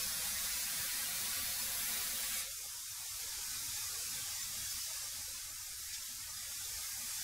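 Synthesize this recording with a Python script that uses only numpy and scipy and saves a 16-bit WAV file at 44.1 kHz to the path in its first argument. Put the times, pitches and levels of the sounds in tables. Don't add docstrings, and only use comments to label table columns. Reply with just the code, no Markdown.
import sys
import numpy as np
from scipy import signal
from scipy.fft import rfft, irfft, next_fast_len
from scipy.io import wavfile
from scipy.ndimage import uniform_filter1d, map_coordinates

SR = 44100
rng = np.random.default_rng(int(sys.argv[2]) if len(sys.argv) > 2 else 0)


def persist_wave(psi):
    counts = np.round(np.clip(psi, -1, 1) * 32767).astype(np.int16)
    wavfile.write(sys.argv[1], SR, np.atleast_2d(counts).T)


def undo_db(level):
    steps = np.asarray(level, float) / 20
    return 10 ** steps


N = 318843
TIME_S = np.arange(N) / SR
EXIT_S = 2.415
FAN_HZ = 2288.2


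def at_hz(points, hz):
    knot_hz, db = np.transpose(points)
    return np.interp(np.log(np.maximum(hz, 1)), np.log(knot_hz), db)


def in_time(rows, s=TIME_S):
    return np.interp(s, *np.transpose(rows))


def drift(per_s, size=N):
    knots = rng.standard_normal(400)
    return np.interp(np.arange(size) * per_s / SR, np.arange(400), knots)


def wavering(hz, s, wide_hz, long_s):
    rows, columns = np.meshgrid(hz / wide_hz, s / long_s, indexing="ij")
    return map_coordinates(rng.standard_normal((600, 260)), [rows, columns], order=1)


def bump(hz, centre_hz, width_hz):
    return np.exp(-((hz - centre_hz) / width_hz) ** 2)


def coloured(x, spectrum):
    size = next_fast_len(N)
    hz = np.arange(size // 2 + 1) * SR / size
    inside = (hz > spectrum[0][0]) & (hz < spectrum[-1][0])
    out = irfft(rfft(x, size) * undo_db(at_hz(spectrum, hz)) * inside, size)[:N]
    return out / np.std(out)


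def brighten(x, top_db, edge_hz):
    high = signal.butter(2, edge_hz, "high", fs=SR, output="sos")
    return x + (undo_db(top_db) - 1) * signal.sosfilt(high, x)


# frequency in Hz, level in dB per order.
KNIFE = [(4000, -25), (5500, -13), (7000, -5), (8500, -1), (12000, 0), (15800, -3)]


def knives(turns, odd_db, scatter_db, wander_db):
    cutting = round((EXIT_S + .2) * SR)
    out = np.zeros(N)
    for order in range(27, 104):
        start, scatter = rng.random(), rng.standard_normal()
        level_db = at_hz(KNIFE, order * SPEED[-1][1]) + odd_db * (order % 2) + scatter_db * scatter
        level_db = level_db + wander_db * drift(7.05, size=cutting)
        out[:cutting] += undo_db(level_db) * np.sin(2 * np.pi * (order * turns[:cutting] + start))
    return out / np.std(out[:cutting])


# frequency in Hz, level in dB per Hz.
CHIPS = [(140, 7.5), (230, -5.5), (380, 0.5), (600, -3.5), (1000, -2), (1500, 2.5), (3000, 4.5),
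         (4700, 4.5), (8000, -1.5), (12000, -3.5), (16500, -17)]


def chips(turns, chop, uneven):
    stroke = np.exp(chop * np.cos(4 * np.pi * turns) + uneven * np.cos(2 * np.pi * turns))
    return coloured(stroke * rng.standard_normal(N), CHIPS)


# time in seconds, speed in turns per second.
SPEED = [(0.0, 146.32), (0.45, 149.9), (0.6, 150.67), (1.35, 154.44), (1.5, 154.6), (1.65, 153.62),
         (1.8, 153.62), (2.25, 154.45), (2.5, 155.66)]


def planer_cut():
    turns = np.cumsum(in_time(SPEED) + .03 * drift(25)) / SR
    after_s = TIME_S - EXIT_S
    tone_db = 2.0 - 200 * np.maximum(after_s + 0.07, 0)
    tone = undo_db(tone_db) * knives(turns, odd_db=-4.5, scatter_db=1.5, wander_db=1.6)
    spurt_db = 8.5 * np.exp(-((after_s + .02) / 0.04) ** 2)
    hiss = brighten(chips(turns, chop=0.06, uneven=0.04), spurt_db, edge_hz=6500)
    level_db = -39 + 0.25 * drift(7.86) - 110 * np.maximum(after_s, 0)
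    return undo_db(level_db) * brighten(hiss + tone, top_db=5, edge_hz=15800)


# time in seconds, air level in dB.
AIR = [(0, -48), (2.3, -49), (2.55, -52), (2.9, -52.5), (3.3, -50), (3.8, -48), (4.3, -48.5), (4.5, -49),
       (4.8, -48), (5.2, -50.5), (5.5, -53.5), (5.9, -52), (6.3, -52.5), (6.75, -49.5), (7.0, -50),
       (7.23, -48)]


def nearness_db(s=TIME_S):
    return in_time(AIR, s) + 50


# frequency in Hz, level in dB per Hz.
RUSH = [(140, -10.5), (230, -13), (380, -18.5), (600, -15.5), (1000, -12.5), (1500, -10), (3100, -9),
        (3600, -7), (4500, -4), (4850, -2.5), (6400, -1), (10000, -6), (13000, -9), (16500, -13)]
# frequency in Hz, level in dB per Hz.
RUMBLE = [(3, 0), (15, 0), (87, 2), (151, -1), (200, -4.5), (260, -24), (440, -120)]
# time in seconds, extra brightness in dB.
TOP_LIFT = [(0, -6), (3.2, -2.5), (3.8, -3), (5, 2), (6.5, 2.5), (6.9, -18), (7.23, 3)]


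def air_flow():
    nearer_db = nearness_db()
    top_db = -2 + 1.6 * nearer_db + in_time(TOP_LIFT)
    rush = brighten(coloured(rng.standard_normal(N), RUSH), top_db, edge_hz=14700)
    rumble = coloured(rng.standard_normal(N), RUMBLE)
    rumble_db = -60.5 + 1.03 * nearer_db + 1.5 * drift(4.8)
    return undo_db(nearer_db - 43) * rush + undo_db(rumble_db) * rumble


# multiple of the blade rate, level in dB.
FAN = [(4, -67), (5, -63.5), (6, -70)]


def fan_whistle():
    blades = np.cumsum(FAN_HZ + 1.1 * drift(14)) / SR
    tones = np.zeros(N)
    for multiple, db in FAN:
        tones += undo_db(db + 2.5 * drift(3)) * np.sin(2 * np.pi * multiple * blades)
    shaded_db = -7 * (TIME_S < EXIT_S)
    return tones * undo_db(2.2 * nearness_db() - 3 + shaded_db)


# start in seconds, level in dB, t60 in seconds.
KNOCKS = [
    (1.965, -42, .12),
    (4.38, -50, .1),
    (5.928, -43.5, .3),
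    (5.937, -43, 0.037),
    (5.951, -54, .08),
]


def knocks():
    out = np.zeros(N)
    burst = coloured(rng.standard_normal(N), [(1500, -11), (6000, 11), (11000, -9)])
    for start_s, db, t60_s in KNOCKS:
        after_s = np.maximum(TIME_S - start_s, 0)
        out += np.minimum(after_s / .004, 1) * undo_db(db - 60 * after_s / t60_s)
    return out * burst


# frequency in Hz, level in dB.
HOSE_WHISTLES = [(9180, -67), (10150, -78), (11520, -66), (13700, -74), (14200, -74)]


def hose_whistles(width_hz):
    size = next_fast_len(N)
    hz = np.arange(size // 2 + 1) * SR / size
    shape = sum(undo_db(db) * bump(hz, at, width_hz) for at, db in HOSE_WHISTLES)
    tones = irfft(rfft(rng.standard_normal(size)) * shape, size)[:N]
    tones = tones * np.sqrt(SR / 2.5 / width_hz)
    return tones * undo_db(nearness_db()) * (TIME_S > EXIT_S)


def scene():
    mono = planer_cut() + air_flow() + fan_whistle() + knocks() + hose_whistles(width_hz=9.9)
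    return np.array([mono, mono])


# frequency in Hz, spread in dB.
WARBLE = [(130, 2.5), (300, 4.5), (1200, 5), (3500, 4.5), (4500, 2.5), (5100, 0.5), (9000, 1.5),
          (16000, 0.5)]
# frequency in Hz, spread in dB.
SWELL = [(130, 1.2), (400, 1.5), (1200, 0.5), (3000, 0.8), (5000, 0.5), (9000, 0.5), (16000, 1.8)]


def unrest(hz, s):
    cutting = s < EXIT_S
    streaks_db = at_hz(WARBLE, hz)[:, None] * wavering(hz, s, 60, .045) * np.where(cutting, .7, 1)
    patches_db = at_hz(SWELL, hz)[:, None] * wavering(hz, s, 692, .05)
    flutter_db = 0.25 * np.interp(s, TIME_S, drift(18))
    treble_db = 1.0 * (hz > 4000)[:, None] * cutting * wavering(hz, s, 1300, .2)
    return streaks_db + patches_db + flutter_db + treble_db


# cutter order, depth in dB.
UPPER_NOTCH = [(23, 12), (36, 11), (50, 7), (104, 4)]
# frequency in Hz, width in Hz, depth in dB.
CUT_DIPS = [(3000, 440, 3.5), (900, 37, 4), (1225, 20, 0)]
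# time in seconds, frequency in Hz, depth in dB.
DULL_TOP = [(0, 13100, 4), (.8, 13500, 2.5), (1.4, 13800, 2), (2.5, 14300, 1.2)]
# frequency in Hz, width in Hz, depth in dB.
IDLE_NOTCHES = [(168, 35, 18), (333, 34, 2), (697, 25, 6), (1010, 45, 4), (1420, 50, 2), (2950, 300, 2),
                (3800, 40, 2), (4200, 110, 5), (4480, 90, 2.5), (6030, 100, 4)]


def notches(hz, s, width_hz):
    column_hz = hz[:, None]
    speed, orders = in_time(SPEED, s), np.arange(200)
    low_db = np.where(orders % 2, 14, 17)
    depth_db = np.where(orders < 23, low_db, in_time(UPPER_NOTCH, orders))
    nearest = np.clip(np.round(column_hz / speed), 1, 199).astype(int)
    chance = map_coordinates(rng.standard_normal((200, 100)), [nearest, 11 * s + 0 * nearest], order=1)
    flicker = 1 + (.08 + .5 / nearest) * chance
    cut = depth_db[nearest] * flicker * bump(column_hz, nearest * speed, width_hz)
    cut = cut + 14 * bump(column_hz, 2.5 * speed, width_hz)
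    cut = cut + (1.3 - s / 4) * sum(db * bump(column_hz, at, width) for at, width, db in CUT_DIPS)
    knot_s, knot_hz, knot_db = np.transpose(DULL_TOP)
    climb_hz, climb_db = np.interp(s, knot_s, knot_hz), np.interp(s, knot_s, knot_db)
    cut = cut + climb_db * bump(column_hz, climb_hz, 1000)
    held = 2.5 * np.exp(-((s - EXIT_S) / 0.27) ** 2) * (column_hz < 4600)
    idle = sum(db * bump(column_hz, at, width) for at, width, db in IDLE_NOTCHES)
    idle = idle * (1 + .5 * wavering(hz, s, 400, .2)) + held
    fan = 11 * bump(column_hz, 3 * FAN_HZ, width_hz)
    return np.where(s < SPEED[-1][0], cut, idle) + fan


# frequency in Hz, level in dB relative to the loudness.
GATE = [(130, -60), (200, -32.5), (400, -34.5), (700, -31.5), (1000, -32.5), (1400, -32.5), (3200, -34),
        (5000, -44)]
# time in seconds, half length in seconds, centre in Hz, reach in log pitch.
CLAMPED = [(0.31, 0.13, 393, 0.19), (0.683, 0.037, 385, 0.14), (1.0, 0.045, 383, 0.16),
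           (1.166, 0.033, 385, 0.27), (1.49, 0.061, 387, 0.28), (2.277, 0.081, 387, 0.24),
           (2.547, 0.047, 310, 0.61), (2.52, .05, 965, .15), (2.467, 0.034, 219, .2),
           (2.723, .04, 340, .15), (2.773, 0.022, 470, 0.42), (2.853, 0.02, 540, 0.55),
           (2.945, 0.09, 387, 0.344), (3.115, 0.028, 415, 0.45), (4.4, 0.091, 385, 0.28),
           (4.75, 0.094, 394, 0.29), (4.83, 0.037, 420, 0.53), (4.928, 0.071, 286, 0.35),
           (5.15, 0.11, 391, 0.25), (5.26, 0.039, 350, 0.76), (5.61, .035, 430, .15),
           (5.768, 0.022, 260, 0.43), (5.88, .04, 620, .2), (6.066, 0.028, 347, 0.33),
           (6.2, 0.048, 564, .2), (6.318, 0.055, 370, 0.41), (6.546, 0.036, 407, 0.16),
           (6.94, 0.051, 282, 0.35), (7.17, 0.049, 434, 0.35)]


def gate(cells, hz, s, steep, floor_db):
    power = uniform_filter1d(np.abs(cells) ** 2, size=2, axis=1) + 1e-20
    band = np.arange(len(hz)) // 4
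    band_power = np.add.reduceat(power, np.arange(0, len(hz), 4))[band]
    loudness = uniform_filter1d(power.sum(axis=0), size=9)
    column_hz = hz[:, None]
    ease_db = np.where(s < EXIT_S, -1, -1.5) + 0.5 * np.interp(s, TIME_S, drift(28))
    ease_db = ease_db * np.exp(-(np.log(column_hz / 385 + 1e-9) / .22) ** 2)
    for at, half_s, centre_hz, reach in CLAMPED:
        pitch = np.log(column_hz / centre_hz + 1e-9) / reach
        ease_db = ease_db - 13.0 * np.exp(-((s - at) / half_s) ** 4 - pitch ** 4)
    ease_db = ease_db + 3.5 * wavering(hz, 2 * s, 86, .06)[4 * band]
    ease_db = ease_db + 0.24 * nearness_db(s)
    threshold_db = at_hz(GATE, 4 * (band + .5) * hz[1])[:, None]
    under_db = 10 * np.log10(band_power / loudness) - threshold_db + ease_db
    return cells * undo_db(np.clip(steep * under_db, floor_db, 0))


STRAYS = [.04, .13, .29, .53, .64, 1.47, 1.6, 1.63, 1.66, 1.84, 2.34, 2.39, 2.58, 2.77, 2.91, 3.07, 3.1,
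          3.16, 3.44, 3.76, 3.87, 4.12, 4.37, 4.42, 4.44, 4.66, 4.71, 4.82, 4.94, 5.04, 5.21, 5.5, 5.63,
          6.03, 6.1, 6.3, 6.37, 6.6, 6.65]


def stray_side(cells, hz, s, band_share, level_db):
    band = (hz / 689).astype(int)
    chosen = np.zeros((band[-1] + 1, len(s)), bool)
    lowest_bands = rng.integers(6, 11, len(STRAYS))
    chances = rng.random((len(STRAYS), 11))
    for at, lowest, others in zip(STRAYS, lowest_bands, chances):
        frame = np.argmin(np.abs(s - at))
        chosen[lowest:lowest + 2, frame] = True
        chosen[12:23, frame] = others < band_share
    upper = (np.arange(len(chosen)) > 10)[:, None]
    chosen = chosen | (np.roll(chosen, -1, axis=0) & upper)
    level = uniform_filter1d(np.abs(cells), size=31, axis=0) * undo_db(level_db)
    noise = signal.stft(rng.standard_normal(N), nperseg=2048, noverlap=1536)[2]
    return level * noise / np.abs(noise).mean() * chosen[band]


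def band_limit(x):
    return signal.sosfilt(signal.butter(12, 16750, fs=SR, output="sos"), x)


def record(dry):
    hz, s, cells = signal.stft(dry[0], SR, nperseg=2048, noverlap=1536)
    cells = cells * undo_db(unrest(hz, s) - notches(hz, s, width_hz=36))
    cells = gate(cells, hz, s, steep=11, floor_db=-45) * (hz < 15740)[:, None]
    side = stray_side(cells, hz, s, band_share=.07, level_db=3)
    mid, side = (signal.istft(c, SR, nperseg=2048, noverlap=1536)[1][:N] for c in (cells, side))
    return band_limit(np.array([mid + side, mid - side]))


dry = scene()
out = record(dry)
persist_wave(out)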